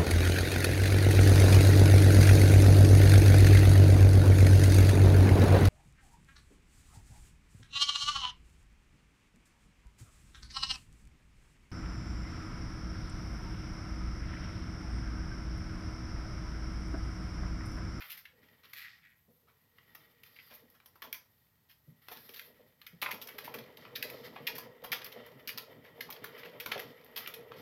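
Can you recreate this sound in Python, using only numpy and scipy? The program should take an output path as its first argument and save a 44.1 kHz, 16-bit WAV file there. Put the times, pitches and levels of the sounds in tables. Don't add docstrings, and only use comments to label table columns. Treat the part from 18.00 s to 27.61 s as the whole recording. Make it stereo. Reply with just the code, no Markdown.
import sys
import numpy as np
from scipy import signal
from scipy.fft import rfft, irfft, next_fast_len
from scipy.io import wavfile
from scipy.ndimage import map_coordinates

SR = 44100
rng = np.random.default_rng(int(sys.argv[2]) if len(sys.argv) > 2 else 0)


def transcribe(u):
    v = np.clip(np.atleast_2d(u).T, -1, 1)
    q = np.round(v * 32767).astype(np.int16)
    wavfile.write(sys.argv[1], SR, q)


N = 423799

# frequency in Hz, gain in dB.
AIR_SPECTRUM = [(25, -26), (55, -1.5), (92, 5.5), (166, 2.5), (250, -7.5), (490, -15.5), (1000, -12.5),
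                (2000, -18.5), (4250, -19), (8500, -28), (11000, -44), (13400, -12), (16000, -25.5)]
HISS_SPECTRUM = [(25, 5), (100, -0.5), (500, -8), (3000, -11), (8000, -3.5), (13000, -3.5), (16000, -3)]
# frequency in Hz, time to fall 60 dB in seconds.
ROOM_DECAY = [(150, 0.27), (500, 0.53), (2000, 0.22), (5000, 0.28), (13000, 0.19)]
# time in seconds, level in dB.
WHEEL_SPEED = [(0.0, -81), (0.29, -83.5), (0.45, -72), (1.12, -94), (1.74, -81.5), (1.9, -75), (3.8, -87),
               (4.49, -70.5), (4.79, -83), (5.0, -78), (5.19, -65), (5.49, -58), (5.89, -61), (6.05, -56),
               (7.63, -64), (8.73, -58.5), (8.96, -62), (9.61, -59.5)]
# start in seconds, length in seconds, relative levels of rub, rasp and fizz in dB.
BODY_SLIDES = [(0.0, 0.11, -53, -60.5, -59), (0.425, 0.042, -70, -83, -81), (0.684, .04, -65.5, -71, -67),
               (0.77, 0.13, -59, -59, -81), (1.947, 0.1, -66, -76, -74), (2.255, 0.3, -65, -68.5, -67.5),
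               (4.013, 0.075, -66.5, -74, -71), (4.099, 0.36, -67, -64.5, -61),
               (5.203, 0.34, -69, -70, -71), (5.803, 0.082, -65, -65, -78),
               (6.046, 0.26, -57, -58.5, -65.5), (6.98, 0.26, -56, -68, -81),
               (8.216, 0.2, -53, -66.5, -71.5), (8.632, 0.25, -56, -64, -71), (9.167, 0.04, -46, -56, -58),
               (9.56, .05, -57, -60, -67)]
# frequency in Hz, gain in dB.
RUB_SPECTRUM = [(300, -18), (700, -15), (1000, 4.5), (1500, 5), (2000, 3.5), (3200, 2), (4000, -7.5),
                (6000, -55)]
RASP_SPECTRUM = [(2000, -25), (3400, 1.5), (4400, 4.5), (5400, -3), (6300, -10), (8500, -16.5),
                 (11000, -45)]
FIZZ_SPECTRUM = [(6000, -50), (9000, -34), (10500, -8), (12200, 3), (14000, -0.5), (16000, -13.5)]
SKID_SPECTRUM = [(600, -62), (1050, -23), (1400, -5.5), (1900, 3.5), (2600, -4.5), (4200, -16), (5600, -29),
                 (7500, -30), (11000, -49)]
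CLACK_SPECTRUM = [(80, -27.5), (250, -21.5), (700, -15.5), (1100, -7.5), (1700, -2.5), (2400, -2.5),
                  (3200, -3.5), (4200, -7), (5300, -9), (6500, -19), (8500, -35), (11400, -11.5),
                  (13400, -7), (15500, -20)]
# frequency in Hz, bandwidth in Hz, gain in dB.
TRACK_MODES = [(803, 70, 3.5), (1310, 160, -1), (1936, 42, 0), (1993, 290, 3), (2240, 150, -7),
               (2770, 68, -4), (3070, 180, 1), (3550, 71, 4.5), (4240, 130, -14), (4930, 110, -1.5),
               (5310, 660, 0)]
DRUM_LOW_MODES = [(132.5, 25, 3), (166.2, 22, 1.5), (231.7, 42, 3.5), (266, 4.6, -5.5), (274, 14, -22)]
DRUM_MID_MODES = [(411.6, 34, -1), (470.3, 48, -0.5), (492, 69, -0.5), (590, 23, -1), (850, 40, -10.5),
                  (910, 49, -14.5)]
HUB_MODES = [(867, 88, -13), (1903, 47, 4.5), (2380, 120, -12), (3500, 55, -11.5)]
WALL_MODES = [(864, 30, -8), (1010, 30, -7), (1358, 60, -8), (1683, 55, -5), (2014, 45, -4), (2246, 50, -6),
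              (2470, 90, -5), (3255, 75, -6), (4590, 60, -7)]
# start in seconds, contact length in seconds, relative level in dB,
# low knock in dB, high claw tick in dB, pitch of the struck spot in Hz.
PAW_STRIKES = [(0.003, 0.018, -48, 1.5, -7, 1620), (0.096, .028, -45.5, -6, 10.5, 2880),
               (0.17, 0.021, -52, -6, 7.5, 1940), (0.252, 0.0072, -49, -9, -7, 1960),
               (0.427, .013, -65.5, -7, -4, 1950), (0.632, 0.025, -59.5, 4, -3.5, 3800),
               (0.73, 0.0075, -45.5, -5, 5, 2010), (1.469, 0.032, -69, 14, -7, 1280),
               (1.782, 0.0055, -56.5, -5, -12, 1950), (1.948, 0.0065, -49, 11, 11, 2030),
               (2.233, 0.0055, -52, -7, 6.5, 2150), (2.357, .014, -59, -9, -4, 2100),
               (2.385, .018, -54.5, -13, -14, 2170), (2.499, 0.024, -58.5, 7, -2, 750),
               (2.533, .02, -55, 7, 20, 3250), (2.7, 0.0036, -59, 9, 23, 750),
               (2.74, 0.016, -66, 12, 5, 1170), (2.8, 0.0033, -59, 8, -3, 2270),
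               (2.859, 0.0028, -50.5, 11.5, 14.5, 3200), (2.952, .01, -60, 23, 6, 1180),
               (3.02, 0.0057, -42, 7.5, 2.5, 1120), (3.029, .024, -53, 22, 12.5, 1030),
               (3.127, 0.0029, -32.5, -5, 12.5, 3180), (3.143, 0.0045, -46.5, 8.5, 5.5, 3170),
               (3.687, 0.032, -63, -2, 6.5, 3100), (4.084, 0.0026, -42.5, 8, -2, 3690),
               (4.112, .019, -48, 11.5, 6.5, 716), (4.162, 0.013, -53, -9, 2, 3700),
               (4.29, 0.0079, -51, 5, 7, 3040), (4.336, 0.014, -51, -3, 10, 3500),
               (4.36, 0.015, -50, -2, 5, 3950), (4.391, 0.0071, -43.5, -12, 2, 1840),
               (4.415, .005, -54, 7, 22, 1940), (4.815, .0059, -53, -1, -0.5, 3920),
               (4.865, 0.0068, -46.5, -4.5, 4.5, 3780), (5.016, .0038, -34, -16, 3, 2780),
               (5.022, 0.0082, -31.5, 10.5, 0, 2070), (5.06, .0061, -32.5, 2, -26, 1700),
               (5.087, 0.0047, -38.5, 26, 6, 1230), (5.107, 0.012, -37.5, -10, 0, 1920),
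               (5.143, 0.0049, -46, 23.5, 17, 1270), (5.215, 0.011, -44, -1, 9.5, 3570),
               (5.272, .003, -43, -1, 10, 5700), (5.285, .0094, -47.5, 5, 1, 735),
               (5.382, 0.0064, -39.5, 9, 8.5, 2060), (5.438, .021, -48, -11, 6, 1930),
               (5.475, 0.0043, -40, 23, -19, 980), (5.539, 0.0087, -41.5, 11, 7, 2460),
               (5.585, 0.0048, -47, -12, -4, 750), (5.769, 0.0057, -50.5, -11, -1, 3040),
               (5.849, .0056, -49, 5, -19, 750), (5.952, 0.015, -39, -23, -1.5, 3730),
               (6.0255, 0.0022, -28, -21, 4.5, 2860), (6.097, 0.0059, -43, -11, 7, 2340),
               (6.36, 0.0052, -43, 11.5, -23, 950), (6.468, 0.0079, -30.5, -32, -3.5, 3250),
               (6.481, 0.013, -44.5, 13.5, 1, 3000), (6.551, .012, -45, 1, 9, 1960),
               (6.581, 0.0054, -39, 12.5, 10.5, 750), (6.837, 0.014, -44.5, 16, 6, 706),
               (6.918, 0.0031, -28, -41, -2, 2300), (6.924, 0.0084, -31.5, 4, 2, 1710),
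               (7.015, 0.006, -46, -3, -5, 3770), (7.0447, 0.0022, -38, -10, 10, 5440),
               (7.059, 0.0079, -47.5, 7, 7, 3700), (7.116, 0.011, -50.5, -11, 3, 3370),
               (7.263, 0.0031, -51, 24, 14, 740), (7.474, 0.0098, -38.5, -18, 3.5, 5340),
               (7.49, 0.0093, -38.5, 0.5, 6.5, 2320), (7.575, 0.0083, -37.5, 4, 4.5, 5000),
               (7.845, 0.026, -60, 2, -7, 2110), (8.006, 0.0065, -37, -6, 1, 2300),
               (8.088, 0.0068, -47, 21, -7, 940), (8.102, 0.0078, -43, 2, 9.5, 870),
               (8.125, 0.0014, -39.5, -3, 4, 5180), (8.161, 0.0063, -51, 1, -7, 3110),
               (8.241, 0.0043, -38.5, 9.5, 6.5, 1800), (8.376, 0.021, -52.5, -2, -2, 1810),
               (8.432, 0.005, -46, 4, -18, 1880), (8.447, 0.013, -50.5, -3, -7, 1780),
               (8.599, .011, -40.5, -3, 4.5, 2540), (8.66, 0.003, -33, 12, 2.5, 2180),
               (8.714, 0.0055, -37, 3, -3.5, 2530), (8.7175, 0.0068, -31, 1, -10, 2440),
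               (8.778, 0.0015, -37, -10, -6, 3600), (8.793, 0.0066, -38.5, 3, 4.5, 1820),
               (9.045, 0.0036, -54.5, 25, 20, 740), (9.16, 0.021, -39, 5, 7.5, 3100),
               (9.261, 0.0027, -40, -18, -16, 2300), (9.274, 0.0038, -36, 6, 5.5, 2850),
               (9.338, 0.0059, -42, -3, 10, 3160), (9.514, 0.0077, -47.5, 17.5, -12, 1290)]
# start in seconds, length in seconds, relative level in dB, relative weight of the fizz in dB.
CLAW_SKIDS = [(0.735, 0.12, -46.5, -0.5), (1.018, 0.018, -54.5, -25)]
# start in seconds, length in seconds, relative level in dB, centre of the push's band in Hz.
WEIGHT_BUMPS = [(1.275, 0.041, -62.5, 280), (1.43, 0.045, -70.5, 400), (2.51, 0.017, -54.5, 480),
                (2.623, 0.034, -58.5, 258), (3.062, 0.023, -52.5, 363), (3.871, 0.052, -52, 136),
                (4.097, 0.027, -55, 505), (4.161, 0.038, -56, 164), (4.289, 0.015, -53, 417),
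                (4.469, 0.054, -62, 470), (4.593, 0.049, -57, 456), (4.928, .022, -50, 157),
                (5.13, 0.034, -47.5, 253), (5.553, 0.036, -42.5, 332), (6.142, 0.014, -42.5, 470),
                (6.25, 0.049, -52, 246), (6.4, 0.049, -48.5, 255), (6.532, 0.035, -46.5, 250),
                (6.65, .03, -54, 270), (6.82, .03, -50, 480), (7.159, 0.026, -40.5, 500),
                (7.68, .04, -53, 510), (7.977, 0.04, -51, 485), (8.53, .04, -51, 470),
                (8.755, 0.018, -35, 493)]
# time in seconds, pitch in Hz.
SQUEAK_GLIDE = [(2.3, 4500), (2.42, 4950), (2.531, 4550)]

FULL_RUN_DB, STOP_DB = -60, -25.5
RUB_DB, RUB_SLOPE = -60, 0.66
RASP_DB, RASP_SLOPE = -74.5, 0.23
FIZZ_DB, FIZZ_SLOPE = -74, 0.17
RUMBLE_DB, RUMBLE_SLOPE = -61.5, 0.78
DRONE_DB, HUM_DB, DRONE_SLOPE = -59.5, -61, 1.14
PATTER_DB, PATTER_SLOPE = -55.5, 0.52


def amp(db):
    return 10 ** (np.asarray(db) / 20)


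def unit(x):
    return x / np.sqrt(np.mean(x ** 2) + 1e-20)


def along(points, hz):
    freqs, values = np.transpose(points)
    return np.interp(np.log(hz + 1), np.log(freqs + 1), values)


def curve(points):
    return np.interp(np.arange(N) / SR, *np.transpose(points))


def wobble(rate, size=N):
    knots = rng.standard_normal(int(size * rate / SR) + 4)
    return map_coordinates(knots, [np.arange(size) * rate / SR])


def grit(rate, rough_db, size=N):
    return unit(rng.standard_normal(size) * amp(rough_db * np.tanh(wobble(rate, size) / 2) * 1.88))


def filtered(x, response):
    size = next_fast_len(len(x) + SR // 4)
    return irfft(rfft(x, size) * response(np.fft.rfftfreq(size, 1 / SR)), size)[:len(x)]


def causal(db):
    cepstrum = irfft(np.log(amp(db) + 1e-6))
    half = len(cepstrum) // 2
    return np.exp(rfft(np.r_[cepstrum[0], 2 * cepstrum[1:half], np.zeros(half)]))


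def modes(table, hz):
    return sum(amp(db) * 1j * hz * width / (centre ** 2 - hz ** 2 + 1j * hz * width)
               for centre, width, db in table)


def shaped(source, spectrum, resonances=(), direct=1):
    return unit(filtered(source, lambda hz: amp(along(spectrum, hz)) * (direct + modes(resonances, hz))))


def in_room(x, wet_db):
    hz, t, noise = signal.stft(rng.standard_normal(SR // 2), SR, nperseg=256)
    tail = signal.istft(noise * amp(-60 * t / along(ROOM_DECAY, hz)[:, None]), SR, nperseg=256)[1]
    tail *= 1 - np.exp(-np.arange(len(tail)) / SR / 0.00093)
    tail = filtered(tail / np.linalg.norm(tail), lambda f: 1.107 + modes(WALL_MODES, f))
    return x + amp(wet_db) * signal.fftconvolve(x, tail)[:len(x)]


def add(track, start, x):
    part = track[max(round(start * SR), 0):][:len(x)]
    part += x[:len(part)]


def speed():
    return curve(WHEEL_SPEED) - FULL_RUN_DB


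def turning(threshold_db):
    motion = amp(2 * (speed() - threshold_db))
    return motion / (1 + motion)


def stroke(start, length, attack_s, fade_db_per_s):
    t = np.arange(N) / SR - start
    return np.clip(t / attack_s, 0, 1) * amp(-fade_db_per_s * np.maximum(t - length, 0))


def still_air():
    air = shaped(rng.standard_normal(N), AIR_SPECTRUM)
    hiss = np.array([shaped(rng.standard_normal(N), HISS_SPECTRUM) for _ in range(2)])
    return amp(-74) * air + amp(-79.5) * hiss


def rubbing():
    speed_db, moving = speed(), turning(STOP_DB)
    running = [moving * amp(RUB_DB + RUB_SLOPE * speed_db),
               moving * amp(RASP_DB + RASP_SLOPE * speed_db),
               amp(FIZZ_DB + FIZZ_SLOPE * speed_db)]
    slides = sum(np.outer(amp(levels_db), stroke(start, length, attack_s=0.0084, fade_db_per_s=130))
                 for start, length, *levels_db in BODY_SLIDES)
    rub_gain, rasp_gain, fizz_gain = np.hypot(running, slides)
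    pressure = wobble(35)
    rub = rub_gain * shaped(grit(250, 2.45), RUB_SPECTRUM, TRACK_MODES, direct=0.2)
    rasp = rasp_gain * shaped(grit(300, 1.2), RASP_SPECTRUM, TRACK_MODES, direct=1.3)
    fizz = fizz_gain * shaped(grit(250, 1.2), FIZZ_SPECTRUM)
    return amp(-4.5 + 2.4 * pressure) * (rub + rasp) + amp(2.5 * pressure) * fizz


def rolling(hum_hz=466, hum_waver=0.02996):
    speed_db = speed() + 1.32 * wobble(11)
    rumble_spectrum = [(40, -19), (110, -2.5), (320, -3), (700, -2), (2000, -45)]
    drone_spectrum = [(150, -50), (380, -2), (1100, 1), (3000, -25)]
    rumble = shaped(grit(40, 5.3), rumble_spectrum, DRUM_LOW_MODES, direct=0)
    drone = shaped(grit(60, 3.95), drone_spectrum, DRUM_MID_MODES, direct=0)
    phase = 2 * np.pi * np.cumsum(hum_hz * (1 + hum_waver * wobble(7))) / SR
    band = wobble(80) * np.sin(phase) + wobble(80) * np.cos(phase)
    hum = unit(band * amp(4 * wobble(11)))
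    rumble_gain = turning(STOP_DB) * amp(RUMBLE_DB + RUMBLE_SLOPE * speed_db)
    return rumble_gain * rumble + amp(DRONE_SLOPE * speed_db) * (amp(DRONE_DB) * drone + amp(HUM_DB) * hum)


def hub_whirr():
    spectrum = [(400, -15), (900, 0.5), (3500, -11), (6000, -14)]
    ring = shaped(grit(120, 1.9), spectrum, HUB_MODES, direct=0)
    return amp(-72) * turning(threshold_db=-19) * ring


def paw_strikes(size=16384, scatter_db=2):
    out, t, hz = np.zeros(N), np.arange(size) / SR, np.fft.rfftfreq(size, 1 / SR)
    for start, length, db, knock_db, claw_db, spot_hz in PAW_STRIKES:
        spot_modes = np.array(WALL_MODES, float)
        spot_modes[:, 2] += scatter_db * rng.standard_normal(len(spot_modes))
        wall = 3.7 + modes(spot_modes, hz)
        press = np.exp(-(t / (length * 1.37)) ** 4) + amp(-6) * np.exp(-t / 0.0071)
        press *= 1 - np.exp(-t / (0.23 * length))
        touch = [(900, knock_db), (1900, 0), (2800, 0), (4500, 0.45 * claw_db - 1), (11500, claw_db + 2)]
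        colour = causal(along(CLACK_SPECTRUM, hz) + along(touch, hz))
        blow = rfft(press * grit(680, 5.3, size)) * colour * wall
        clack = irfft(blow)
        note = irfft(blow * modes([(spot_hz, 0.22 * spot_hz, 4)], hz))
        gain = amp(db + 0.53) * np.sqrt(length * SR) / np.linalg.norm(clack + note)
        add(out, start, gain * (in_room(clack, wet_db=-2.5) + note))
    return out


def patter(count=260):
    taps, t = np.zeros(N), np.arange(SR // 40) / SR
    for when, softness, life in rng.random((count, 3)):
        envelope = amp(-12 * softness) * np.exp(-t / (0.00064 + 0.0038 * life))
        add(taps, when * N / SR, envelope * rng.standard_normal(len(t)))
    hz = np.fft.rfftfreq(4096, 1 / SR)
    wall_ring = irfft(causal(along(CLACK_SPECTRUM, hz)) * (1 + modes(WALL_MODES, hz)))
    taps = signal.fftconvolve(taps, wall_ring / np.linalg.norm(wall_ring))[:N]
    gain = turning(STOP_DB) * amp(PATTER_DB + PATTER_SLOPE * speed())
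    return in_room(gain * taps, wet_db=-5)


def claw_skids(judder_hz=115, attack_s=0.037):
    slip_phase = np.cumsum(judder_hz * amp(1.4 * wobble(40))) / SR % 1
    catch = 0.55 + np.exp(-slip_phase / 0.25)
    judder = unit(catch * grit(110, 2.4))
    scrape = shaped(judder, SKID_SPECTRUM, [*WALL_MODES, *HUB_MODES], direct=0.7)
    fizz = unit(filtered(judder,
                         lambda hz: amp(along(FIZZ_SPECTRUM, hz)) + amp(along(RASP_SPECTRUM, hz) - 4)))
    out = np.zeros(N)
    for start, length, db, fizz_db in CLAW_SKIDS:
        bite = amp(fizz_db + 4) * stroke(start, 0, attack_s, fade_db_per_s=125)
        out += amp(db - 3.5) * stroke(start, length, attack_s, fade_db_per_s=134) * (scrape + bite * fizz)
    return out


def weight_bumps(size=16384):
    out, t, hz = np.zeros(N), np.arange(size) / SR, np.fft.rfftfreq(size, 1 / SR)
    drum = modes(DRUM_LOW_MODES, hz) + modes(DRUM_MID_MODES, hz)
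    for start, length, db, centre_hz in WEIGHT_BUMPS:
        push = np.exp(-(t / length) ** 2) * rng.standard_normal(size)
        softness = causal(-6 * np.log2((hz + 1) / centre_hz) ** 2)
        thud = irfft(rfft(push) * softness * drum)
        thud *= np.sqrt(length * SR) / np.linalg.norm(thud)
        add(out, start, amp(db - 5.5) * in_room(thud, wet_db=-8))
    return out


def squeak():
    phase = 2 * np.pi * np.cumsum(curve(SQUEAK_GLIDE)) / SR
    note = unit(wobble(260) * np.sin(phase) + wobble(260) * np.cos(phase))
    start, end = SQUEAK_GLIDE[0][0], SQUEAK_GLIDE[-1][0]
    return amp(-73) * stroke(start, end - start, attack_s=0.08, fade_db_per_s=400) * note


def scene():
    friction = rubbing() + claw_skids() + squeak()
    return friction + paw_strikes() + patter() + weight_bumps() + rolling() + hub_whirr() + still_air()


def record(dry, top_hz=15900):
    return np.array([filtered(channel, lambda hz: hz < top_hz) for channel in dry])


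dry = scene()
out = record(dry)
transcribe(out)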